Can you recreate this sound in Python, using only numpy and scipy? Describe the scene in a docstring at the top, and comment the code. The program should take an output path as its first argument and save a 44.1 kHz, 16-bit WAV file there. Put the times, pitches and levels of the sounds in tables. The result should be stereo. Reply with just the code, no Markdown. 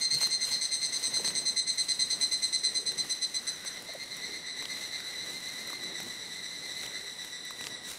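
"""A cicada close by in a wood sings about nine chirps a second, sinks in pitch and stops; two farther
off to the right take over. In each chirp the ribs of a drum-like tymbal buckle in quick succession;
the hollow abdomen resonates to their clicks, and trunks and leaves scatter the shrill tone.
Beneath lie the hush of the wood, a distant chorus, a faint low rumble, brushing stems,
a fine high crackle, snapping twigs and soft bumps."""
import sys
import numpy as np
from scipy import signal
from scipy.fft import rfft, irfft
from scipy.io import wavfile
from scipy.ndimage import uniform_filter1d

SR = 44100
rng = np.random.default_rng(int(sys.argv[2]) if len(sys.argv) > 2 else 0)


def persist_wave(psi):
    """Save psi, clipped to +-1, as 16-bit WAV."""
    counts = np.round(np.clip(psi, -1, 1) * 32767).astype(np.int16)
    wavfile.write(sys.argv[1], SR, np.atleast_2d(counts).T)


N = 351918
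T = np.arange(N) / SR


def undb(db):
    """The decibel scale: 20 dB is a factor of ten in amplitude."""
    return 10 ** (np.asarray(db) / 20)


def curve(rows, axis=1, at=T):
    """Linear interpolation in time of one column of a table."""
    rows = np.array(rows)
    return np.interp(at, rows[:, 0], rows[:, axis])


def unit(x):
    """Normalisation to rms 1."""
    return x / np.sqrt(np.mean(x ** 2) + 1e-18)


def pan(db):
    """Interaural level difference: a pair of gains, the left one higher by db."""
    return undb(np.array([[db], [-db]]) / 2)


def walk(rate):
    """Smooth random modulation with spread near 1, changing rate times a second."""
    hold = max(int(SR / rate), 1)
    steps = np.repeat(rng.standard_normal(N // hold + 1), hold)
    return 1.3 * uniform_filter1d(steps, hold)[:N]


def colour(x, points):
    """Spectral shaping by (Hz, dB) points, normalised to rms 1."""
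    hz, db = np.transpose(points)
    bins_hz = np.maximum(np.fft.rfftfreq(N, 1 / SR), 1)
    gain = undb(np.interp(np.log(bins_hz), np.log(hz), db))
    return unit(irfft(rfft(x) * gain, N))


def band(x, low_hz, high_hz):
    """Band-pass filtering with gentle slopes."""
    return signal.sosfilt(signal.butter(2, [low_hz, high_hz], "band", fs=SR, output="sos"), x)


def spread(mid, side, width):
    """Decorrelation of left and right: width 0 is centred, 1 is diffuse."""
    return (mid + width * side * np.array([[1], [-1]])) / np.sqrt(1 + width ** 2)


def noise(width):
    """White noise, partly correlated between left and right."""
    return spread(*rng.standard_normal((2, N)), width)


def rhythm(start_s, stop_s, pace):
    """Repetition with a drifting period: the start times of a song's chirps."""
    starts = []
    while start_s < stop_s:
        starts.append(start_s)
        start_s += np.interp(start_s, *np.transpose(pace))
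    return np.array(starts)


def chirps(starts, lengths, levels_db, rise_s, fall_s):
    """Amplitude envelope of a row of chirps, and the progress through each from -1/2 to 1/2."""
    effort, progress = np.zeros(N), np.zeros(N)
    scatter_db = 0.5 * rng.standard_normal(len(starts))
    for start, length, db in np.broadcast(starts, lengths, levels_db + scatter_db):
        span = slice(*np.searchsorted(T, [start - rise_s, start + length + fall_s]))
        age = T[span] - start
        rise = np.clip(age / rise_s + .5, 0, 1)
        fall = np.clip((length - age) / fall_s + .5, 0, 1)
        effort[span] += undb(db) * rise * fall
        progress[span] = np.clip(age / length, 0, 1) - .5
    return effort, progress


def pulses(pulse_hz, jitter):
    """Phase as the integral of frequency: a running count of slightly uneven muscle pulses."""
    return np.cumsum(pulse_hz * (1 + jitter * walk(600))) / SR


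# Response of the hollow abdomen. Each row: frequency in Hz, relative gain in dB.
ABDOMEN_RESPONSE = [(900, -34), (1700, -2), (2050, 2), (2600, 1), (3500, -6), (3850, 3.5), (4100, 2.5),
                    (4500, 4), (5200, 6.5), (5900, 4.5), (7000, -5.5), (8000, 5.5), (9900, -4),
                    (12000, -27)]
RIBS = 7

def tymbal(cycle, voice_db, bunching, fade, limp, rough_db, rasp_db):
    """Buckling: each muscle pulse clicks the ribs in turn, and the clicks fuse into a tone with sidebands."""
    # the ribs give way unevenly, and most strongly early in the pulse
    rib_phase = 2 * np.pi * RIBS * cycle + bunching * np.cos(2 * np.pi * cycle)
    force = np.exp(fade * (.5 - cycle % 1)) * undb(rough_db * walk(300))
    out = 0
    for k, db in enumerate(voice_db, 1):
        # two tymbals alternate; their mismatch (limp) adds a line half a pulse rate below each harmonic
        tone = np.sin(k * rib_phase) + limp * np.sin(k * rib_phase - np.pi * cycle)
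        out = out + undb(db) * (force + undb(rasp_db) * walk(1500)) * tone
    return colour(out, ABDOMEN_RESPONSE)


# Reflections from the ground and nearby trunks. Each row: delay in seconds, gain in dB.
REFLECTIONS = [(0.012, -33), (.0226, -18.5), (0.0333, -19)]

def wood(x, tail_db, t60_s, width):
    """Reverberation: direct sound, a few early reflections, then a diffuse tail from the foliage."""
    age = T[:SR]
    build_up = np.minimum(age / .02, 1)
    tail = spread(*rng.standard_normal((2, SR)), width) * undb(-60 * age / t60_s) * build_up
    # leaves scatter short waves best, so the fundamental stays drier
    tail = band(tail, 2600, 10400)
    response = undb(tail_db) * tail / np.sqrt(np.sum(tail ** 2))
    for delay, db in REFLECTIONS:
        response[:, int(delay * SR)] += undb(db)
    response[:, 0] += 1
    return signal.fftconvolve(x[None], response, axes=1)[:, :N]


# Resonances of the stiff rim. 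Each row: frequency in Hz, relative gain in dB.
RIM_RESPONSE = [(4200, -34), (4330, 4), (4420, 5), (4560, -7.5), (4720, -4), (4860, -51), (5150, -3.5),
                (5500, -55.5)]
# Strength of its rattle. Each row: time in seconds, peak level against the chirp in dB.
RATTLE_LEVEL = [(0, -3.5), (1, -7.5), (1.8, -15.5), (3.7, -19)]

def rim_rattle(cycle, progress):
    """Impact excitation: the stronger tymbal knocks the rim every second pulse, hardest late in a chirp."""
    knocks = np.diff(cycle // 2, prepend=0) * undb(6.2 * walk(150))
    # the rim's modes ring on out of step, so the knocks run together
    ring = rng.standard_normal(SR // 50) * np.exp(-T[:SR // 50] / .005)
    rattle = colour(signal.fftconvolve(knocks, ring)[:N], RIM_RESPONSE)
    return rattle * undb(curve(RATTLE_LEVEL) - 60 * (progress - .18) ** 2)


# Strength of the abdomen's ringing. Each row: time in seconds, gain in dB.
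RING_LEVEL = [(0, -5), (.9, -12), (1.2, -10), (1.7, -4), (2.5, -10.5), (3.7, -17)]

def abdomen_ring(cycle, effort, decay_s=.016):
    """Resonance: the abdomen stores the second harmonic and sings it on, clean, after the pulses stop."""
    keep = np.exp(-1 / (decay_s * SR))
    stored = signal.lfilter([1 - keep], [1, -keep], effort)
    return stored * np.sin(4 * np.pi * RIBS * cycle) * undb(curve(RING_LEVEL))


# The near song slows, then falters. Each row: time in seconds, interval to the next chirp in seconds.
NEAR_INTERVALS = [(0, .0982), (1, .1065), (1.9, .108), (2.4, .1058), (3.345, .1273), (3.469, .1896)]
# Its chirps shorten and finally weaken. Each row: time and length in seconds, relative level in dB.
NEAR_CHIRP_SHAPE = [(0, 0.056, -30.5), (.45, 0.054, -30.7), (1.15, .056, -29.6), (1.75, 0.042, -28.6),
                    (2.6, .041, -29), (3.47, 0.035, -31.6), (3.66, 0.033, -34)]
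# Its muscle slows. Each row: time in seconds, pulse rate in Hz.
NEAR_PULSE_RATE = [(0, 297.8), (.5, 295.8), (1.2, 294), (2, 292.7), (2.7, 291.8), (3.2, 290.6),
                   (3.7, 289.5)]
# Harmonics of its rib rate, from the first up. Each entry: level in dB before shaping.
NEAR_HARMONICS = [-16.5, -4, -2.5, -5.5, -6.5]

def near_cicada():
    """Source and resonator: tymbals drive the abdomen in hoarse, nearly level chirps that end in a rattle."""
    starts = rhythm(start_s=0.008, stop_s=3.7, pace=NEAR_INTERVALS)
    lengths = curve(NEAR_CHIRP_SHAPE, axis=1, at=starts)
    levels_db = curve(NEAR_CHIRP_SHAPE, axis=2, at=starts)
    effort, progress = chirps(starts, lengths, levels_db, rise_s=.011, fall_s=0.01537)
    # the pitch sags a little through the long early chirps
    sag = .007 * progress * np.exp(-T / 1.8)
    cycle = pulses(curve(NEAR_PULSE_RATE) * (1 - sag + 0.0013 * walk(40)), jitter=0.0027)
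    # the abdomen stretches in a chirp: the first harmonic leads, the upper ones follow, the second is last
    first, second, *upper = NEAR_HARMONICS
    arch = progress ** 2
    first_db = first - 7 * progress - 10 * arch
    second_db = second + 4 * progress - 5 * arch + walk(130)
    voice_db = [first_db, second_db] + [db - 6 - 12 * arch for db in upper]
    limp = .16 + .17 * np.exp(-T / 1.5)  # eases as the singer tires
    rasp_db = -12 + 6.5 * np.exp(-(progress + .5) / 0.31)  # each chirp begins scratchy
    song = tymbal(cycle, voice_db, bunching=0.13, fade=.3, limp=limp, rough_db=1.0, rasp_db=rasp_db)
    voice = (song + rim_rattle(cycle, progress)) * effort * undb(1.03) + abdomen_ring(cycle, effort)
    return wood(voice, tail_db=-7, t60_s=0.3, width=0.15) * pan(2.0)


# Spectra of the wood's hush and the distant chorus. Each row: frequency in Hz, relative density in dB.
HUSH_SPECTRUM = [(25, -28), (70, -12), (180, 4), (500, 1.5), (900, -2), (1600, -4), (2800, -13),
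                 (5000, -1.5), (7000, -17.5), (9000, -2.5), (11000, -16), (15500, -83)]
CHORUS_SPECTRUM = [(1300, -17), (1700, -10), (2000, 7), (2400, -15.5), (3200, -17), (3750, 0.5), (4050, 10),
                   (4500, -31), (5200, -23.5), (5800, 1), (6600, -39), (7800, -8), (9500, -73)]
# The chorus swells and ebbs. Each row: time in seconds, relative level in dB.
CHORUS_SWELL = [(0, -45.5), (2, -47), (3.5, -45), (4, -45), (4.7, -42), (5.5, -43), (6.8, -45), (7.3, -47),
                (8, -48)]

def forest():
    """Incoherent summation: distant cicadas blur into noise over a hush and a faint, wide low rumble."""
    sway_db = .6 * walk(6)
    hush = colour(noise(0.64), HUSH_SPECTRUM) * undb(-52.5 + sway_db) * pan(-4.0)
    chorus = colour(noise(0.48), CHORUS_SPECTRUM) * pan(-3.6)
    chorus *= undb(curve(CHORUS_SWELL) - .5 + 2.0 * walk(20))
    rumble = unit(band(noise(4.3), 23, 75)) * undb(-71 + 1.8 * walk(5))
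    return hush + chorus + rumble


# Spectra of brushing stems and a high crackle. Each row: frequency in Hz, relative density in dB.
STEM_SPECTRUM = [(25, -45), (60, -10), (140, 0.5), (220, 1.5), (450, -0.5), (800, -6), (1500, -12),
                 (4000, -18), (9000, -36)]
CRACKLE_SPECTRUM = [(800, -1.5), (2500, 2.5), (5000, 2.5), (9000, 3), (12000, -2.5), (15500, -12)]
# Their envelopes. Each row: time in seconds, relative level in dB.
STEM_LEVEL = [(0.0, -52), (0.09, -59.5), (0.13, -48.5), (0.35, -54.5), (0.95, -57.5), (1.22, -46),
              (1.67, -59), (2.15, -50), (2.42, -58.5), (3.02, -52), (3.18, -61), (3.56, -55), (6.02, -52.5),
              (6.3, -56), (7.04, -54.5), (7.38, -63.5), (7.62, -49.5), (7.98, -58.5)]
CRACKLE_LEVEL = [(0.0, -50), (0.06, -63.5), (0.22, -50.5), (0.4, -66), (0.49, -54), (0.84, -62),
                 (1.24, -56), (1.67, -68.5), (1.76, -59), (4.4, -62), (4.53, -72), (4.58, -58.5),
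                 (7.31, -62.5), (7.34, -68), (7.67, -57.5), (7.78, -76), (7.89, -54), (7.98, -64)]

def stems_and_crackle(grains_per_s=3000):
    """Modulated noise: stems brush softly; a fine high crackle and hiss flickers and briefly drops out."""
    fits_db = 1.2 * walk(9)  # both levels waver together
    stems = colour(noise(0.94), STEM_SPECTRUM) * pan(4.6)
    stems *= undb(curve(STEM_LEVEL) + 0.5 + fits_db + 1.33 * walk(25))
    sizes_db = 1.9 * np.minimum(rng.exponential(size=(2, N)), 4)
    hits = rng.random((2, N)) < grains_per_s / SR
    grains = hits * rng.standard_normal((2, N)) * undb(sizes_db)
    crackle = colour(unit(spread(*grains, 0.29)) + 0.45 * noise(0.53), CRACKLE_SPECTRUM)
    crackle *= undb(curve(CRACKLE_LEVEL) + 9.0 + fits_db + 1.3 * walk(16))
    return stems + crackle


# Twigs and dry stalks snapping. Each row: start in seconds, levels of crack, thud and splinters in dB,
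# left minus right in dB.
TWIG_SNAPS = [(0.145, -46, -48, -38, 6), (0.213, -28, -37, -38, 6), (.231, -33, -35, -40, 5),
              (0.259, -40, -44, -40, 4), (0.27, -32, -38, -35, 3), (0.517, -39, -41, -45, 1),
              (1.169, -44, -39, -46, 3), (1.196, -47, -39, -50, 3), (1.246, -25.5, -44, -47, 8),
              (1.277, -28, -38, -46, 2.5), (1.305, -34, -43, -50, -5), (2.23, -35, -46, -50, 0),
              (2.324, -45, -42, -40, -2), (2.919, -36, -56, -42, 0), (3.048, -56, -40, -52, -1),
              (3.648, -54, -36, -41, 2), (3.822, -54, -56, -44, 3), (3.936, -52, -48, -43, 3),
              (4.168, -52, -49, -41, 0), (4.624, -37, -40, -43, 2), (4.655, -31, -43, -53, 4),
              (4.712, -43, -50, -54, 0), (4.771, -39, -58, -56, -4), (5.003, -34, -51, -47, .5),
              (5.674, -54, -45, -42, -3), (5.701, -38, -38, -42, -8), (5.73, -42, -37, -44, -3),
              (5.835, -37, -44, -44, -.5), (6.002, -41, -36, -40, -.5), (6.029, -44, -50, -41, 0),
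              (6.834, -30.5, -45, -44, -3), (6.862, -35, -50, -52, 0), (7.247, -37, -48, -43, 0),
              (7.451, -44, -59, -43, 0), (7.507, -53, -34, -42, 4), (7.61, -36, -43, -45, 0),
              (7.641, -33, -40, -50, 2), (7.669, -27, -41, -56, 0)]

def twigs():
    """Brittle fracture: each snap is a damped crack with a dull thud and a bright tick of splinters."""
    out = np.zeros((2, N))
    age = T[:SR // 10]
    for start, crack_db, thud_db, splinter_db, side_db in TWIG_SNAPS:
        white = rng.standard_normal((3, len(age)))
        crack = unit(band(white[0], 1500, 5500)) * np.exp(-age / 0.0017) * undb(crack_db)
        thud = unit(band(white[1], 150, 1500)) * np.exp(-age / 0.0035) * undb(thud_db)
        splinter = unit(band(white[2], 4700, 13400)) * np.exp(-age / 0.0044) * undb(splinter_db)
        i = int(start * SR)
        out[:, i:i + len(age)] += ((crack + thud + splinter) * pan(side_db))[:, :N - i]
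    return out


# Soft bumps and longer swells in the background. Each row: centre in seconds, pitch in Hz,
# half length in seconds, peak level in dB.
SOFT_BUMPS = [(0.152, 142, 0.026, -47.5), (1.205, 432, 0.0067, -45), (1.289, 195, .04, -49),
              (2.842, 417, 0.12, -54), (3.5, 1660, 0.053, -52), (3.683, 1670, 0.069, -54),
              (3.896, 620, 0.0063, -46), (3.954, 593, 0.0087, -45.5), (4.303, 392, .07, -57),
              (5.05, 1620, 0.053, -56), (5.882, 340, .09, -56), (6.95, 1590, 0.11, -57.5),
              (7.001, 400, 0.082, -59.5)]

def bumps():
    """Narrow-band noise has a vague pitch: each bump swells and fades under a bell-shaped envelope."""
    out = np.zeros(N)
    for centre, hz, half_s, db in SOFT_BUMPS:
        span = slice(*np.searchsorted(T, [centre - 4 * half_s, centre + 4 * half_s]))
        swell = np.exp(-.5 * ((T[span] - centre) / half_s) ** 2)
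        ring = band(rng.standard_normal(2 * SR), hz / 1.157, hz * 1.15)[-len(swell):]
        out[span] += unit(ring) * swell * undb(db)
    return out * pan(1.9)


# Chirps of the higher far cicada. Each row: start in seconds, relative level in dB.
HIGH_SONG = [(3.765, -52), (3.878, -44.5), (3.994, -42.5), (4.108, -45.5), (4.223, -43), (4.325, -42),
             (4.464, -43.5), (4.57, -45.5), (4.689, -42.5), (4.805, -45), (4.925, -43), (5.06, -46),
             (5.195, -46.5), (5.325, -45), (5.455, -44.5), (5.577, -43.5), (5.714, -43.5), (5.85, -48),
             (5.975, -47), (6.12, -51), (6.221, -46.5), (6.351, -45.5), (6.498, -44.5), (6.625, -41.5),
             (6.763, -41.5), (6.936, -43.5)]
# Pace of its muscle. Each row: time in seconds, pulse rate in Hz.
HIGH_PULSE_RATE = [(3.7, 298.5), (4.2, 299), (5, 297), (6, 295.5), (6.8, 293.6), (7, 291.5)]
# Harmonics of its rib rate, from the first up. 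Each entry: level in dB before shaping.
HIGH_HARMONICS = [0.5, 2, -8.5, -15.5, -7]
FAR_CHIRP_S = 0.0524

def high_cicada():
    """Frequency modulation: a far singer's pulse rate, and so its pitch, slides up through every chirp."""
    starts, levels_db = np.transpose(HIGH_SONG)
    effort, progress = chirps(starts, FAR_CHIRP_S, levels_db, rise_s=.02, fall_s=0.0184)
    glide = 1 + .018 * progress - .02 * progress ** 2 + .002 * walk(30)
    cycle = pulses(curve(HIGH_PULSE_RATE) * glide, jitter=0.00492)
    song = tymbal(cycle, HIGH_HARMONICS, bunching=0.29, fade=0.33, limp=0.14, rough_db=1.3, rasp_db=-20)
    return wood(song * effort * undb(1.1), tail_db=-3.5, t60_s=0.67, width=0.12) * pan(-6.0)


# Chirps of the lower far cicada. Each row: start in seconds, relative level in dB.
LOW_SONG = [(4.1, -43.5), (4.218, -42.5), (4.33, -46.5), (4.453, -41.5), (4.563, -41), (4.69, -40),
            (4.805, -41.5), (4.917, -42.5), (5.035, -41), (5.155, -42), (5.26, -41.5), (5.419, -42),
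            (5.545, -44), (5.666, -44), (5.809, -40.5), (5.943, -38.5), (6.074, -42.5), (6.19, -43.5),
            (6.3, -41), (6.42, -41.5), (6.545, -44), (6.676, -41), (6.81, -41.5), (6.937, -41.5),
            (7.059, -42.5), (7.186, -40.5), (7.317, -41), (7.448, -40), (7.584, -41.5), (7.705, -40.5),
            (7.836, -41)]
# Pace of its muscle. Each row: time in seconds, pulse rate in Hz.
LOW_PULSE_RATE = [(4.1, 284), (4.35, 287), (5, 285), (6, 282.5), (7, 281.8), (8, 279.7)]
# Harmonics of its rib rate, from the first up. Each entry: level in dB before shaping.
LOW_HARMONICS = [-5, -4, -13, -15, -16]

def low_cicada():
    """Low direct-to-reverberant ratio: a far singer of nearly even pitch is half lost in its own echoes."""
    starts, levels_db = np.transpose(LOW_SONG)
    effort, progress = chirps(starts, FAR_CHIRP_S, levels_db, rise_s=0.02, fall_s=.018)
    glide = 1 - 0.0047 * progress - .008 * progress ** 2 + 0.00205 * walk(30)
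    cycle = pulses(curve(LOW_PULSE_RATE) * glide, jitter=0.00504)
    song = tymbal(cycle, LOW_HARMONICS, bunching=0.33, fade=0.76, limp=0.2, rough_db=1.0, rasp_db=-17.5)
    return wood(song * effort * undb(-0.72), tail_db=-0.5, t60_s=0.38, width=0.067) * pan(-3.0)


def scene():
    """Superposition: three singers add to the sounds of the wood."""
    return near_cicada() + low_cicada() + high_cicada() + twigs() + bumps() + stems_and_crackle() + forest()


def record(dry):
    """Band limiting: a steep low-pass removes the highest treble."""
    cutoff_hz = 15600
    return signal.sosfilt(signal.ellip(10, .2, 80, cutoff_hz, fs=SR, output="sos"), dry)


dry = scene()
out = record(dry)
persist_wave(out)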